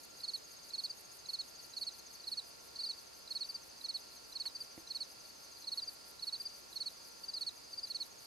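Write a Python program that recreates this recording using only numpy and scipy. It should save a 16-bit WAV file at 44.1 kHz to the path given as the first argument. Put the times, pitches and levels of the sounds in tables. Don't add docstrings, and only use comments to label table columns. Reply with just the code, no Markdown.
import sys
import numpy as np
from scipy import signal
from scipy.fft import rfft, irfft, next_fast_len
from scipy.io import wavfile

SR = 44100
rng = np.random.default_rng(int(sys.argv[2]) if len(sys.argv) > 2 else 0)


def master_out(mix):
    frames = np.transpose(np.atleast_2d(mix))
    ceiling = np.clip(frames, -1, 1)
    pcm = np.round(ceiling * 32767).astype(np.int16)
    wavfile.write(sys.argv[1], SR, pcm)


N = 364266
T = np.arange(N) / SR


def undb(db):
    return 10 ** (np.asarray(db) / 20)


def unit(x):
    return x / np.sqrt(np.mean(x ** 2))


def add(track, start_s, sound):
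    i = int(round(start_s * SR))
    first, last = max(i, 0), min(i + len(sound), N)
    if last > first:
        track[first:last] += sound[first - i:last - i]


def colour(x, points):
    hz, db = np.transpose(points)
    f = np.maximum(np.fft.rfftfreq(N, 1 / SR), 1)
    level_db = np.interp(np.log(f), np.log(hz), db, right=db[-1] - 29)
    return unit(irfft(rfft(x) * undb(level_db), N))


def band(x, lo_hz, hi_hz):
    edges = [lo_hz, min(hi_hz, .48 * SR)]
    return signal.sosfilt(signal.butter(2, edges, "band", fs=SR, output="sos"), x)


def place(x, pan_db, lead=.3):
    z = signal.hilbert(x, next_fast_len(N))[:N]
    left = np.real(z * np.exp(.5j * lead)) * undb(pan_db / 2)
    right = np.real(z * np.exp(-.5j * lead)) * undb(-pan_db / 2)
    return np.array([left, right])


def foliage(x, t60_s):
    t = T[:SR // 2]
    tail = rng.standard_normal((2, len(t))) * undb(-60 * t / t60_s)
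    tail = tail * (t > .008)
    tail = tail / np.sqrt(np.sum(tail ** 2, axis=1, keepdims=True))
    return signal.fftconvolve(x[None], tail)[:, :N]


def beats(curve):
    s, rate, *values = np.transpose(curve)
    t = np.linspace(s[0], s[-1], N // 100)
    turns = np.r_[0, np.cumsum(np.interp(t[1:], s, rate) * np.diff(t))]
    times = np.interp(np.arange(turns[-1]), turns, t)
    return np.column_stack([times] + [np.interp(times, s, v) for v in values])


def vary(strokes, looseness=1):
    spread_db, spread_hz, length_spread = 0.32, 13.5, 0.052
    chance = looseness * rng.standard_normal((len(strokes), 3))
    return [(s, length_s * (1 + length_spread * a), hz + spread_hz * b, db + spread_db * c)
            for (s, length_s, hz, db), (a, b, c) in zip(strokes, chance)]


def chirp(pattern, s, hz, db):
    strokes = [(s + offset_s, length_s, hz + up_hz, db + up_db)
               for offset_s, length_s, up_hz, up_db in pattern]
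    return vary(strokes)


def trill(curve, length_s, looseness):
    return vary([(s, length_s, hz, db) for s, hz, db in beats(curve)], looseness)


def stroke(length_s, hz, rise, fall, rough, overtone_db, skew):
    # centre_hz [Hz], width_hz [Hz], gain [factor]
    wing = [(7870, 370, 4.8), (8930, 133, 2.46)]
    count = max(int(length_s * SR), 64)
    u = np.arange(count) / count
    unevenness = np.interp(u * length_s, np.arange(64) / 1000, rng.standard_normal(64))
    pitch = hz * (1 - rise * (1 - u) ** 3 - fall * length_s * u ** 3 + rough * unevenness)
    phase = 2 * np.pi * (np.cumsum(pitch) / SR + rng.random())
    swell = np.abs(np.sin(np.pi * u ** skew)) ** .72 * (1 + .04 * unevenness)
    flare = 1 + sum(gain / (1 + (2 * (2 * pitch - centre) / width) ** 2) for centre, width, gain in wing)
    overtone = undb(overtone_db) * flare * swell * np.sin(2 * phase)
    return swell * (np.sin(phase) + overtone)


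def song(strokes, fall, rough, overtone_db, skew=(1.2, .8), rise=0):
    out = np.zeros(N)
    for s, length_s, hz, db in strokes:
        shape = np.interp(length_s, (.021, .029), skew)
        add(out, s, undb(db) * stroke(length_s, hz, rise, fall, rough, overtone_db, shape))
    return out


def air():
    # pitch_hz [Hz], relative level_db [dB], left minus right pan_db [dB]
    air_spectrum = [(25.5, -11, 2), (45.6, -6, 2), (103, -1, -0.5), (191, -2, -1.5), (322, 1, -3),
                    (571, 1, -3.5), (1000, -2.5, 1.5), (2080, -7, -5), (2600, -6, -3), (3100, -9, -4.5),
                    (3950, -5.5, -4), (7850, -9.5, 0), (9900, -8.5, -0.5), (11400, -10.5, 2),
                    (13800, -11.5, -1.5)]
    mid, side = rng.standard_normal((2, N))
    side = side + undb(-8) * band(side, 73, 3200)
    left = colour(mid + side, [(hz, db + pan_db / 2) for hz, db, pan_db in air_spectrum])
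    right = colour(mid - side, [(hz, db - pan_db / 2) for hz, db, pan_db in air_spectrum])
    return np.array([undb(-59.0) * left, undb(-57.5) * right])


def motor():
    # [dB rms, before the wavering below]
    motor_tones = [(60, -83), (922, -79), (1093, -81), (1378, -75.5), (1791, -86), (2327, -85), (2490, -87),
                   (2620, -86), (2687, -86), (2756, -84), (2912, -86), (3493, -86), (6891, -86),
                   (12403, -87)]
    # time_s [s], level_db [dB]
    grip = [(0, -5), (2.2, -2), (3.0, 1.5), (8.2, 1)]
    whine = np.zeros((2, N))
    grip_db = np.interp(T, *np.transpose(grip))
    knots_s = np.linspace(0, T[-1], 80)
    for hz, db in motor_tones:
        flutter, left, right = (np.interp(T, knots_s, r) for r in rng.standard_normal((3, 80)))
        phase = 2 * np.pi * (np.cumsum(hz + 1.17 * flutter) / SR + rng.random())
        gripped = 800 < hz < 1200
        level_db = db + gripped * grip_db + 2.4 * np.array([left, right])
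        whine += np.sqrt(2) * undb(level_db) * np.sin(phase)
    return whine


def chorus(count=20):
    # pitch_hz [Hz], relative level_db [dB]
    valley = [(3500, -28), (4000, -15), (4400, -1.5), (4620, -8.5), (4850, -14.5), (5050, -3), (5450, -17),
              (5850, -14), (6300, -6.5), (6650, -15.5), (7100, -15.5)]
    strokes = []
    for pitch, (pace, offset) in zip(np.linspace(0, 1, count), rng.random((count, 2))):
        interval_s = .45 + .2 * pace
        for chirp_s in (np.arange(-1, 19) + offset) * interval_s:
            start = chirp_s + 0.033 * rng.standard_normal()
            hz = 4680 + 400 * pitch + 25 * rng.standard_normal()
            strokes += [(start + .052 * k, .025, hz + 30 * k, k - 4 * pitch ** 2) for k in range(3)]
    voices = unit(song(strokes, fall=4.83, rough=0.003, overtone_db=-14.5))
    haze = colour(rng.standard_normal(N) + 1.26 * rng.standard_normal((2, N)), valley)
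    singers = place(voices, pan_db=0.5) + 0.8 * foliage(voices, t60_s=0.41)
    return undb(-63.0) * singers + undb(-61.0) * haze


def bush_cricket(length_s=0.072, snap_db=5, snap_s=0.0037):
    # [dB, before random spread and mix]
    rasping = [(0.055, 5.98, -62.0), (0.7, 6.4, -62.5), (1.2, 6.15, -60.0), (2.3, 6.02, -61),
               (2.65, 5.44, -64), (3.2, 6.15, -63), (4.45, 6.19, -62.5), (5.6, 6.17, -64.5),
               (5.8, 6.14, -59.5), (7.2, 6.11, -61.5), (7.7, 6.06, -67.5), (8.0, 6.2, -62),
               (8.26, 5.49, -62)]
    tooth_hz, click_decay_s, spread_db = 520, .0009, 1.0
    teeth, snaps = np.zeros(N), np.zeros(N)
    t = T[:int(snap_s * SR)]
    snap = np.hanning(len(t)) * signal.chirp(t, 14000, snap_s, 9600)
    for s, db in beats(rasping):
        db = db + spread_db * rng.standard_normal()
        chance = rng.standard_normal((2, 64))
        before = 0.0037 + np.cumsum(1 + .06 * chance[0]) / tooth_hz
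        force = np.clip(1 - before / length_s, 0, 1) ** .5 * undb(db + chance[1])
        at = np.round((s - before) * SR).astype(int)
        heard = (at >= 0) & (at < N)
        teeth[at[heard]] += force[heard]
        add(snaps, s - snap_s, undb(db + snap_db + 2 * rng.standard_normal()) * snap)
    ring = signal.lfilter([1], [1, -np.exp(-1 / (click_decay_s * SR))], teeth)
    rasp = ring * unit(band(rng.standard_normal(N), 9350, 12600))
    return place(undb(4.5) * rasp + snaps, pan_db=4.5, lead=0.34)


def trillers():
    # time_s [s], strokes_per_s [1/s], pitch_hz [Hz], level_db [dB peak, before mix]
    # the high triller on the left hurries once and pauses after two seconds
    high_trill = [(0.028, 14.13, 6700.0, -55.2), (0.47, 15.2, 6650.0, -54.7), (0.59, 17.71, 6570.0, -55.2),
                  (0.73, 14.05, 6650.0, -54.7), (1.6, 13.51, 6680.0, -55.2), (2.15, 14.35, 6640.0, -53.7)]
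    first_bout = [(1.4, 13.78, 6110, -65), (1.9, 13.64, 6140, -57.5), (2.35, 13.04, 6320, -58),
                  (3.3, 12.62, 6360, -55.5), (3.9, 12.93, 6370, -56.0), (5.2, 12.4, 6400.0, -55.5),
                  (5.87, 12.09, 6480, -56.2)]
    second_bout = [(6.475, 15, 6200.0, -57.5), (6.9, 14, 6220, -57), (7.4, 13.12, 6400, -56),
                   (8.25, 12.68, 6510, -55)]
    # [dB peak, before mix]
    soft_trills = [(5.288, 7.3, 12.1, 6320, -62), (6.327, 7.5, 13.2, 6600, -63)]
    high_stroke_s, low_stroke_s, rough = 0.022, 0.0275, .003

    high_strokes = trill(high_trill, high_stroke_s, looseness=2.3)
    high = song(high_strokes, rise=.05, fall=4.0, rough=rough, overtone_db=-36, skew=(1, 1.1))
    low_strokes = [row for bout in (first_bout, second_bout) for row in trill(bout, low_stroke_s, looseness=3.8)]
    low = song(low_strokes, fall=5.4, rough=rough, overtone_db=-39, skew=(1.15, 1.25))
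    soft_strokes = [(s + 0.0018 * rng.standard_normal(), .024, hz, db)
                    for start, end, rate, hz, db in soft_trills for s in np.arange(start, end, 1 / rate)]
    soft = song(vary(soft_strokes, looseness=2.8), fall=5.1, rough=rough, overtone_db=-34)

    direct = place(high, pan_db=7.5, lead=0.22) + place(low, pan_db=3.0, lead=0.22) + place(soft, pan_db=5)
    return direct + undb(-14) * foliage(high + low + soft, t60_s=0.27)


def crickets():
    near_chirps = [0.278, 0.779, 1.331, 1.81, 2.315, 2.832, 3.35, 3.885, 4.398, 4.947, 5.716, 6.268, 6.802,
                   7.408, 7.945]
    near_pattern = [(-0.076, 0.0095, -320, -10.5), (-0.046, 0.026, -46, -1.3), (0, 0.0305, 5, 0),
                    (0.056, 0.032, 8.5, 0)]
    # last_stroke_s [s], pitch_hz [Hz], level_db [dB peak, before mix], strokes [count]
    neighbour_chirps = [(0.896, 4760, -37.5, 2), (1.82, 4710, -43, 1), (2.858, 4800, -37, 3),
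                        (3.543, 4790, -36.7, 3), (4.603, 4800, -37, 2), (5.874, 4830, -36.5, 3),
                        (6.453, 4830, -35.8, 3), (7.336, 4840, -35.6, 3), (7.83, 4850, -35.5, 3)]
    neighbour_pattern = [(-0.103, 0.0202, -175, -5), (-0.055, 0.027, -54, -1), (0, 0.026, -6, 0)]
    # [dB peak, before mix]
    far_chirps = [(1.639, 4660, -49), (1.989, 4380, -52), (2.195, 4630, -49), (2.975, 4690, -48),
                  (4.16, 4310, -54), (5.295, 4620, -51.5), (5.615, 4370, -52.5), (6.54, 4730, -51),
                  (6.995, 4600, -58.5)]
    far_pattern = [(-0.098, 0.0203, -38, -5.5), (-0.051, 0.021, -10, -1), (0, 0.019, -6, -0.5)]
    near_hz, near_db, rough = 4446, -34.5, .0035

    near_strokes = [row for s in near_chirps for row in chirp(near_pattern, s, near_hz, near_db)]
    near = song(near_strokes, fall=5.56, rough=rough, overtone_db=-26.5)
    openings = [(s + length_s + 0.007, .012, .89 * hz, db - 24.5) for s, length_s, hz, db in near_strokes]
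    near = near + song(openings, fall=6.0, rough=.012, overtone_db=-30)

    answers = [row for s, hz, db, count in neighbour_chirps
               for row in chirp(neighbour_pattern[-round(count):], s, hz, db)]
    neighbour = song(answers, fall=5.5, rough=rough, overtone_db=-26, skew=(1.05, .7))
    distant = [row for s, hz, db in far_chirps for row in chirp(far_pattern, s, hz, db)]
    far = song(distant, fall=5.6, rough=rough, overtone_db=-42)

    scatter = undb(-24) * foliage(near + neighbour + 2 * far, t60_s=.2)
    near = place(near, pan_db=-3.6, lead=.33)
    return near + place(neighbour, pan_db=1.0, lead=.28) + place(far, pan_db=5.5) + scatter


def scuff_click_and_knock():
    # pitch_hz [Hz], relative level_db [dB], time to fade by 60 dB t60_s [s]
    case = [(130, -15, 0.043), (330, -0.5, 0.063), (510, -1, 0.02), (685, -12, 0.033), (1120, -21, .04),
            (2050, -7, .012)]
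    t = T[:SR // 8]

    def noise_burst(lo_hz, hi_hz, t60_s):
        return undb(-60 * t / t60_s) * unit(band(rng.standard_normal(len(t)), lo_hz, hi_hz))

    bumps = np.zeros(N)
    low_scuff = undb(-55) * noise_burst(530, 1000, t60_s=.09)
    middle_scuff = undb(-51) * noise_burst(1400, 3300, t60_s=.057)
    add(bumps, 4.455, low_scuff + middle_scuff)
    bright_click = undb(-49) * noise_burst(3500, 11000, t60_s=.025)
    add(bumps, 4.464, bright_click)
    knock = sum(undb(db - 60 * t / t60_s) * np.sin(2 * np.pi * hz * t) for hz, db, t60_s in case)
    add(bumps, 4.778, undb(-44.0) * knock)
    return place(band(bumps, 70, 20000), pan_db=-4.0)


def scene():
    return air() + motor() + chorus() + bush_cricket() + trillers() + crickets() + scuff_click_and_knock()


def record(dry):
    top_hz = 14100
    return signal.sosfilt(signal.ellip(10, .2, 70, top_hz, fs=SR, output="sos"), dry)


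dry = scene()
out = record(dry)
master_out(out)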